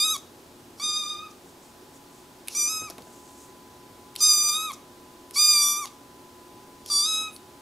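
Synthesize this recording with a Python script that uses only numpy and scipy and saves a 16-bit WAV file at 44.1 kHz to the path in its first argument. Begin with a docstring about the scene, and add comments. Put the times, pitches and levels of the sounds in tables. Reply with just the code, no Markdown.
"""A small room with a hard floor: a kitten meows six times, close to a hand-held microphone.
Each meow is a high harmonic voice from the vocal folds, through a mouth resonance that sinks as the
jaw closes. Air hisses around the calls; lips, tongue and claws click.
Soft rustles, dull bumps and a humming appliance with a fan lie behind."""
import sys
import numpy as np
from scipy import signal
from scipy.fft import rfft, irfft
from scipy.io import wavfile

SR = 44100
rng = np.random.default_rng(int(sys.argv[2]) if len(sys.argv) > 2 else 0)


def inscribe(sig):
    """Save sig as 16-bit PCM at rate SR to the path in sys.argv[1].

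    A 1-D sig is mono; a 2-D sig holds one channel per row.
    Samples are clipped to [-1, 1] before scaling.
    """
    pcm = np.round(np.clip(np.atleast_2d(sig).T, -1, 1) * 32767)
    wavfile.write(sys.argv[1], SR, pcm.astype(np.int16))


N = 335601
T = np.arange(N) / SR
FREQS_HZ = np.fft.rfftfreq(N, 1 / SR) + 1e-3

# voiced spans: start_s, end_s
MEOWS = [(0, .168), (.797, 1.295), (2.547, 2.895), (4.204, 4.72), (5.357, 5.857), (6.899, 7.312)]
# fold pitch, one curve a meow: time_s, pitch_hz
PITCH = [
    [(0.0, 1200), (0.038, 1225), (0.054, 1288), (0.092, 1240), (0.124, 1294), (0.138, 1224), (0.16, 1103),
     (0.168, 1113)],
    [(0.797, 1120), (0.837, 1224), (0.931, 1214), (1.007, 1233), (1.041, 1192), (1.119, 1234),
     (1.143, 1200), (1.207, 1234), (1.249, 1278), (1.263, 1232), (1.295, 1188)],
    [(2.548, 1163), (2.564, 1166), (2.582, 1212), (2.608, 1173), (2.672, 1197), (2.704, 1280),
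     (2.774, 1269), (2.812, 1258), (2.844, 1287), (2.872, 1247), (2.895, 1090)],
    [(4.206, 1218), (4.228, 1206), (4.244, 1241), (4.316, 1211), (4.522, 1198), (4.58, 1260), (4.656, 1277),
     (4.686, 1230), (4.7, 1167), (4.72, 996)],
    [(5.357, 1120), (5.367, 1120), (5.393, 1209), (5.519, 1213), (5.549, 1192), (5.635, 1169),
     (5.771, 1181), (5.799, 1217), (5.825, 1165), (5.837, 1143), (5.857, 1000)],
    [(6.9, 1186), (6.928, 1155), (7.02, 1166), (7.078, 1278), (7.274, 1275), (7.312, 1249)],
]
# pitch tremble, per meow: pitch_fraction
QUAVER = [.003, .0018, .003, .0032, .0026, .004]
# push of air, one curve a meow: time_s, overtone_level_db
EFFORT = [
    [(0.0, -20), (0.146, -27.5), (0.168, -37.5)],
    [(0.797, -39), (0.803, -38.5), (0.837, -31), (0.931, -31), (1.101, -36), (1.289, -62), (1.295, -62)],
    [(2.548, -31), (2.554, -27.5), (2.588, -22), (2.75, -30.5), (2.86, -44), (2.89, -53), (2.895, -39)],
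    [(4.206, -26), (4.226, -16.5), (4.378, -20), (4.634, -31), (4.72, -47)],
    [(5.357, -46), (5.365, -25), (5.401, -17), (5.525, -17), (5.537, -19.5), (5.715, -22.5), (5.857, -41)],
    [(6.9, -34), (6.92, -24.5), (6.964, -20), (7.072, -25.5), (7.146, -25.5), (7.238, -32.5), (7.312, -52)],
]
# fade of the two lowest partials, per meow: end_depth_db, time_constant_s
LOW_RELEASE = [(-2, 0.0059), (14, 0.025), (6, 0.017), (8, 0.0063), (3, 0.0098), (16, 0.011)]
# jaw closing, per meow: midpoint_s, time_constant_s, roughness
JAW = [(.055, 0.028, 0), (.99, 0.037, 0), (2.69, 0.009, 0.24), (4.539, 0.038, .3), (5.62, 0.0092, 0.02),
       (7.06, 0.034, 0.34)]
# vowel, jaw open, per meow: mouth_hz, fundamental_db, octave_db, throat_re_mouth_db, upper_re_mouth_db
OPEN_VOWEL = [(4500, -38.5, -30.5, -24, -8.5), (4200, -40.5, -44.5, -3, -4.5), (4930, -47.5, -40, 11.5, 6),
              (4680, -38, -43, 0, -1.5), (4660, -36, -34, -7.5, -5.5), (4440, -39.5, -57.5, -7.5, -6)]
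# vowel, jaw nearly shut: same columns
SHUT_VOWEL = [(3630, -36, -48, 0, -4.5), (4040, -41.5, -51, -8, -12.5), (4490, -42, -46, 1, -1),
              (3640, -35, -44, -8, -5.5), (3960, -35, -44.5, 8, 4), (4050, -41.5, -42.5, -7, -9)]
# tone and room share, per meow: mouth_width_hz, tilt_db_per_octave, treble_edge_hz, room_send_db
TIMBRE = [(1100, -1, 12500, -16), (1220, -2, 11600, -6.5), (1030, -4.5, 12200, -12), (1040, 0, 12400, -12),
          (1120, -0.5, 12160, -12.5), (980, 4, 11050, -14)]
# overtones above the mouth and throat resonances: frequency_hz, gain_db
UPPER_SPECTRUM = [(6100, -23.5), (6700, -56), (7200, -2), (8500, -6.5), (9600, -9), (10900, -7),
                  (12100, -5.5), (12800, -16), (13600, -12), (15000, -35)]
# air rushing through the folds: frequency_hz, gain_db
TURBULENCE = [(1000, -24), (3000, -15), (4700, -7), (5600, -7), (7200, 0), (9500, 0), (11800, 0),
              (13000, -24)]
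# mid-call voice cracks: time_s, half_length_s, roughness
RASPS = [(4.335, .025, .2), (4.491, .011, .6), (5.535, .006, .55), (5.686, .003, .55), (6.94, .006, .4),
         (7.15, .025, .15)]
# unvoiced air, per meow: before_db, before_half_length_s, after_db, after_half_length_s, after_hz
PUFFS = [(-42, 0.011, -44, 0.0064, 6300), (-51, 0.018, -55, 0.0088, 5900),
         (-40.5, 0.043, -40, 0.0037, 5300), (-37.5, 0.019, -39.5, 0.009, 6100),
         (-33.5, 0.013, -45, 0.0086, 4000), (-40.5, 0.031, -48.5, 0.026, 9700)]
# fan resonances: centre_hz, width_hz, rms_db
FAN = [(276, 72, -61.5), (370, 85, -60), (852, 34, -67)]
# appliance tones: pitch_hz, relative_level_db
HUM = [(237, -63), (275, -64), (355, -60.5), (384, -67), (836, -68.5), (1004.3, -63.5)]
# swing of the high tones as the microphone moves: time_s, gain_db
WHINE = [(0, -1.5), (1.2, -4), (2.2, 3.5), (4, 6), (5, 6), (7.6, 6.5)]
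# room noise spectrum: frequency_hz, gain_db
ROOM_NOISE = [(25, -20), (50, -14.5), (85, -7.5), (140, -8), (210, -8.5), (350, -7.5), (490, -10),
              (840, -12.5), (1200, -16.5), (1500, -18.5), (2100, -22.5), (3700, -21.5), (8000, -24),
              (15500, -29)]
# extra shaping of its side channel: frequency_hz, gain_db
ROOM_NOISE_SIDE = [(40, -33), (150, -19.5), (350, -12), (700, -8.5), (1500, -5), (5000, -9), (12000, -26)]
# lips, tongue, claws on the floor: time_s, relative_level_db, ring_hz, snap_re_ring_db
CLICKS = [(0.166, -24, 5030, 5), (2.4754, -26, 2880, 6), (2.484, -15, 3340, 2.5), (2.901, -25, 4800, 2),
          (2.983, -30.5, 3430, -5), (3.022, -37, 3920, -11), (4.155, -29, 3000, 2),
          (4.1623, -16.5, 3650, -6.5), (4.719, -28.5, 5000, 7), (5.31, -29, 2900, 3),
          (5.8572, -22, 4200, -8), (6.862, -25.5, 4230, -1), (7.364, -29, 4500, -14)]
# soft rustles: time_s, half_length_s, level_db
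RUSTLES = [(1.482, .03, -59.5), (1.665, 0.062, -60.5), (1.958, 0.027, -57), (2.17, 0.059, -61),
           (3.228, 0.26, -57.5), (3.42, 0.046, -59)]
# soft bumps: start_s, relative_level_db, centre_hz, decay_s
BUMPS = [(2.712, -43, 101, 0.04), (2.81, -39.5, 94.7, 0.032), (2.815, -38.5, 374, .02),
         (2.9, -36, 420, 0.015), (2.92, -44.5, 130, 0.042), (2.982, -32, 370, 0.0095),
         (3.003, -38, 190, .02), (3.069, -37.5, 268, 0.01)]


def undb(db):
    """Decibels to gain."""
    return 10 ** (np.asarray(db) / 20)


def unit(x):
    """Scale to rms 1."""
    return x / np.sqrt(np.mean(x ** 2))


def colour(points, hz):
    """Gain of a (frequency_hz, gain_db) outline at hz."""
    points_hz, db = np.transpose(points)
    return undb(np.interp(np.log(hz), np.log(points_hz), db))


def resonance(hz, centre_hz, width_hz):
    """Complex gain of one resonance, 1 at its centre."""
    return 1 / (1 + 1j * (hz ** 2 - centre_hz ** 2) / (hz * width_hz))


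def band(centre_hz, width_hz):
    """Squared magnitude of a resonance over the whole spectrum."""
    return abs(resonance(FREQS_HZ, centre_hz, width_hz)) ** 2


def noise(gain):
    """Noise of rms 1, spectrum shaped by gain."""
    return unit(irfft(rfft(rng.standard_normal(N)) * gain, N))


def waver(rate_hz):
    """Random wavering of rms 1, up to about rate_hz."""
    return noise(1 / (1 + (FREQS_HZ / rate_hz) ** 4))


def swell(at_s, half_s):
    """Gaussian envelope, peak 1."""
    return np.exp(-((T - at_s) / half_s) ** 2)


def hoarseness(onset=.6, onset_half_s=.016, stop=.9, stop_half_s=.009, jaw_half_s=.018):
    """The folds run unevenly at start, jaw closing, stop and voice cracks."""
    rough = sum(amount * swell(at_s, half_s) for at_s, half_s, amount in RASPS)
    for (start_s, end_s), (closing_s, _, amount) in zip(MEOWS, JAW):
        rough += amount * swell(closing_s, jaw_half_s) + stop * swell(end_s, stop_half_s)
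        if start_s > 0:  # the first meow is already under way
            rough += onset * swell(start_s, onset_half_s)
    return rough


def low_envelope_db(t, i, depth_db=4.9, rise_s=.025):
    """The two lowest partials of meow i swell, hold and fade."""
    start_s, end_s = MEOWS[i]
    end_depth_db, release_s = LOW_RELEASE[i]
    return -depth_db * np.exp((start_s - t) / rise_s) - end_depth_db * np.exp((t - end_s) / release_s)


def vocal_tract(t, i, k, pitch_hz, throat_hz=6220, throat_width_hz=1150, shut_tilt_db_per_octave=7):
    """Mouth and throat shape harmonics k as the jaw closes: low gains, overtone powers, phase shifts."""
    width_hz, tilt_db_per_octave, edge_hz, _ = TIMBRE[i]
    midpoint_s, closing_s, _ = JAW[i]
    shut = (1 + np.tanh((t - midpoint_s) / (2 * closing_s))) / 2
    vowel = np.outer(OPEN_VOWEL[i], 1 - shut) + np.outer(SHUT_VOWEL[i], shut)
    mouth_hz, fundamental_db, octave_db, throat_db, upper_db = vowel
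    low = (k == 1) * undb(fundamental_db) + (k == 2) * undb(octave_db)
    hz = k * pitch_hz
    mouth = resonance(hz, mouth_hz, width_hz)
    throat = resonance(hz, throat_hz, throat_width_hz)
    tilt_db = (tilt_db_per_octave + shut_tilt_db_per_octave * shut) * np.log2(k)
    upper = colour(UPPER_SPECTRUM, hz) * undb(tilt_db) / (1 + (hz / edge_hz) ** 20)
    # each region shares its power among the harmonics in it
    regions = [(abs(mouth) ** 2, 0), (abs(throat) ** 2, throat_db), (upper, upper_db)]
    power = (k > 2) * sum(undb(2 * db) * gain ** 2 / np.sum(gain ** 2, axis=0) for gain, db in regions)
    return low, power / power.sum(axis=0), np.angle(mouth * throat)


def meows(attack_s=.0017, release_s=.00033, air_db=-29.5, rasp_air_db=-15.5,
          flutter_db=.83, flicker_db=1.0):
    """Vocal folds drive 13 harmonics plus turbulent air; returns direct voice and room send."""
    direct, send = np.zeros((2, N))
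    rough = hoarseness()
    tremble = waver(50)
    # hoarse cycles vary more in length (jitter) and strength (shimmer)
    jitter = (.0033 + .011 * rough) * waver(730)
    shimmer = 1 + (.036 + .43 * rough) * waver(274)
    turbulence = noise(colour(TURBULENCE, FREQS_HZ)) * (undb(air_db) + undb(rasp_air_db) * rough)
    k = np.arange(1, 14)[:, None]
    flicker = undb(flutter_db * waver(19) + flicker_db * np.array([waver(40) for _ in k]))
    for i, (start_s, end_s) in enumerate(MEOWS):
        on = (T >= start_s) & (T <= end_s)
        t = T[on]
        pitch_hz = np.interp(t, *np.transpose(PITCH[i]))
        effort = undb(np.interp(t, *np.transpose(EFFORT[i])))
        low, power, shift_rad = vocal_tract(t, i, k, pitch_hz)
        gains = effort * np.sqrt(power) * flicker[:, on] + undb(low_envelope_db(t, i)) * low
        phase_rad = 2 * np.pi * np.cumsum(pitch_hz * (1 + QUAVER[i] * tremble[on] + jitter[on])) / SR
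        harmonics = np.sqrt(2) * np.sum(gains * np.sin(k * phase_rad + shift_rad), axis=0)
        gate = np.clip(np.minimum((t - start_s) / attack_s, (end_s - t) / release_s), 0, 1)
        call = gate * (harmonics * shimmer[on] + effort * turbulence[on])
        *_, send_db = TIMBRE[i]
        direct[on] += call
        send[on] += call * undb(send_db)
    return direct, send


def puffs(before_hz=5380, width_hz=2600, lead_s=.0027, gap_s=.0081):
    """Unvoiced air rings the mouth as the folds start and after they stop."""
    hiss = undb(-8) * band(10300, 2400)
    before, after = np.zeros((2, N))
    for (start_s, end_s), puff in zip(MEOWS, PUFFS):
        before_db, before_half_s, after_db, after_half_s, after_hz = puff
        before += undb(before_db) * swell(start_s - lead_s, before_half_s)
        breath = noise(band(after_hz, width_hz) + hiss)
        after += undb(after_db) * swell(end_s + gap_s + after_half_s, after_half_s) * breath
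    return before * noise(band(before_hz, width_hz) + hiss) + after


def appliance(hum_trim_db=-1, drift_hz=1.5, waver_db=1.3, whine_above_hz=500):
    """Resonant fan rush plus drifting hum tones."""
    out = sum(undb(db) * noise(band(hz, width_hz)) for hz, width_hz, db in FAN)
    whine_db = np.interp(T, *np.transpose(WHINE))
    for hz, db in HUM:
        phase_rad = 2 * np.pi * np.cumsum(hz + drift_hz * waver(9.9)) / SR
        level_db = db + hum_trim_db + waver_db * waver(1.24) + whine_db * (hz > whine_above_hz)
        out += np.sqrt(2) * undb(level_db) * np.sin(phase_rad)
    return out


def room_noise(mid_db=-52, side_reference_db=-50):
    """Steady stereo noise, widest in the midrange."""
    mid_gain = colour(ROOM_NOISE, FREQS_HZ)
    side_gain = mid_gain * colour(ROOM_NOISE_SIDE, FREQS_HZ)
    side_share = np.sqrt(np.sum(side_gain ** 2) / np.sum(mid_gain ** 2))
    mid = undb(mid_db) * noise(mid_gain)
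    side = undb(side_reference_db) * side_share * noise(side_gain)
    return np.array([mid + side, mid - side])


def room_reverb(x, t60_s=.32, band_hz=(1000, 8000), early=.98, early_s=.0046, delay_s=.002, width=.3):
    """Floor and cupboards reflect first, then a short, thin stereo tail."""
    t = T[:SR // 2]
    envelope = (undb(-60 * t / t60_s) + early * np.exp(-t / early_s)) * (t > delay_s)
    mid, side = rng.standard_normal((2, len(t))) * envelope
    bandpass = signal.butter(1, band_hz, "bandpass", fs=SR)
    response = signal.lfilter(*bandpass, [mid + width * side, mid - width * side])
    return signal.fftconvolve(x[None], unit(response) / np.sqrt(len(t)), axes=1)[:, :N]


def clicks(decay_s=.00095, width_hz=2800, snap_hz=10500, gain=.48):
    """Lips, tongue and claws snap, each with a short cavity ring."""
    out = np.zeros(N)
    snap = band(snap_hz, 3300)
    for at_s, db, ring_hz, snap_db in CLICKS:
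        spectrum = band(ring_hz, width_hz) + undb(snap_db) * snap
        out += gain * undb(db) * np.exp(-abs(T - at_s) / decay_s) * noise(spectrum)
    return out


def rustles(centre_hz=7200, width_hz=3800, grain_db=2):
    """Light, grainy brushing."""
    envelope = sum(undb(db) * swell(at_s, half_s) for at_s, half_s, db in RUSTLES)
    return envelope * undb(grain_db * waver(120)) * noise(band(centre_hz, width_hz))


def bumps(rise_s=.00085, width_ratio=1.85, gain=.57):
    """Dull, pitchless knocks and scuffs."""
    out = np.zeros(N)
    for start_s, db, hz, decay_s in BUMPS:
        t = np.maximum(T - start_s, 0)
        envelope = (1 - np.exp(-t / rise_s)) * np.exp(-t / decay_s)
        out += gain * undb(db) * envelope * noise(band(hz, width_ratio * hz))
    return out


def scene(small_send_db=-13, left_re_right_db=-.24):
    """Kitten straight ahead, its room reflections, appliance and room noise."""
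    voice, voice_send = meows()
    small_sounds = puffs() + clicks() + rustles() + bumps()
    pan = undb(np.array([[left_re_right_db], [-left_re_right_db]]) / 2)
    reflections = room_reverb(voice_send + undb(small_send_db) * small_sounds)
    return pan * (voice + small_sounds) + reflections + appliance() + room_noise()


def record(dry):
    """Steep low-pass."""
    cutoff_hz = 15550
    return signal.sosfilt(signal.ellip(10, .1, 70, cutoff_hz, fs=SR, output="sos"), dry)


dry = scene()
out = record(dry)
inscribe(out)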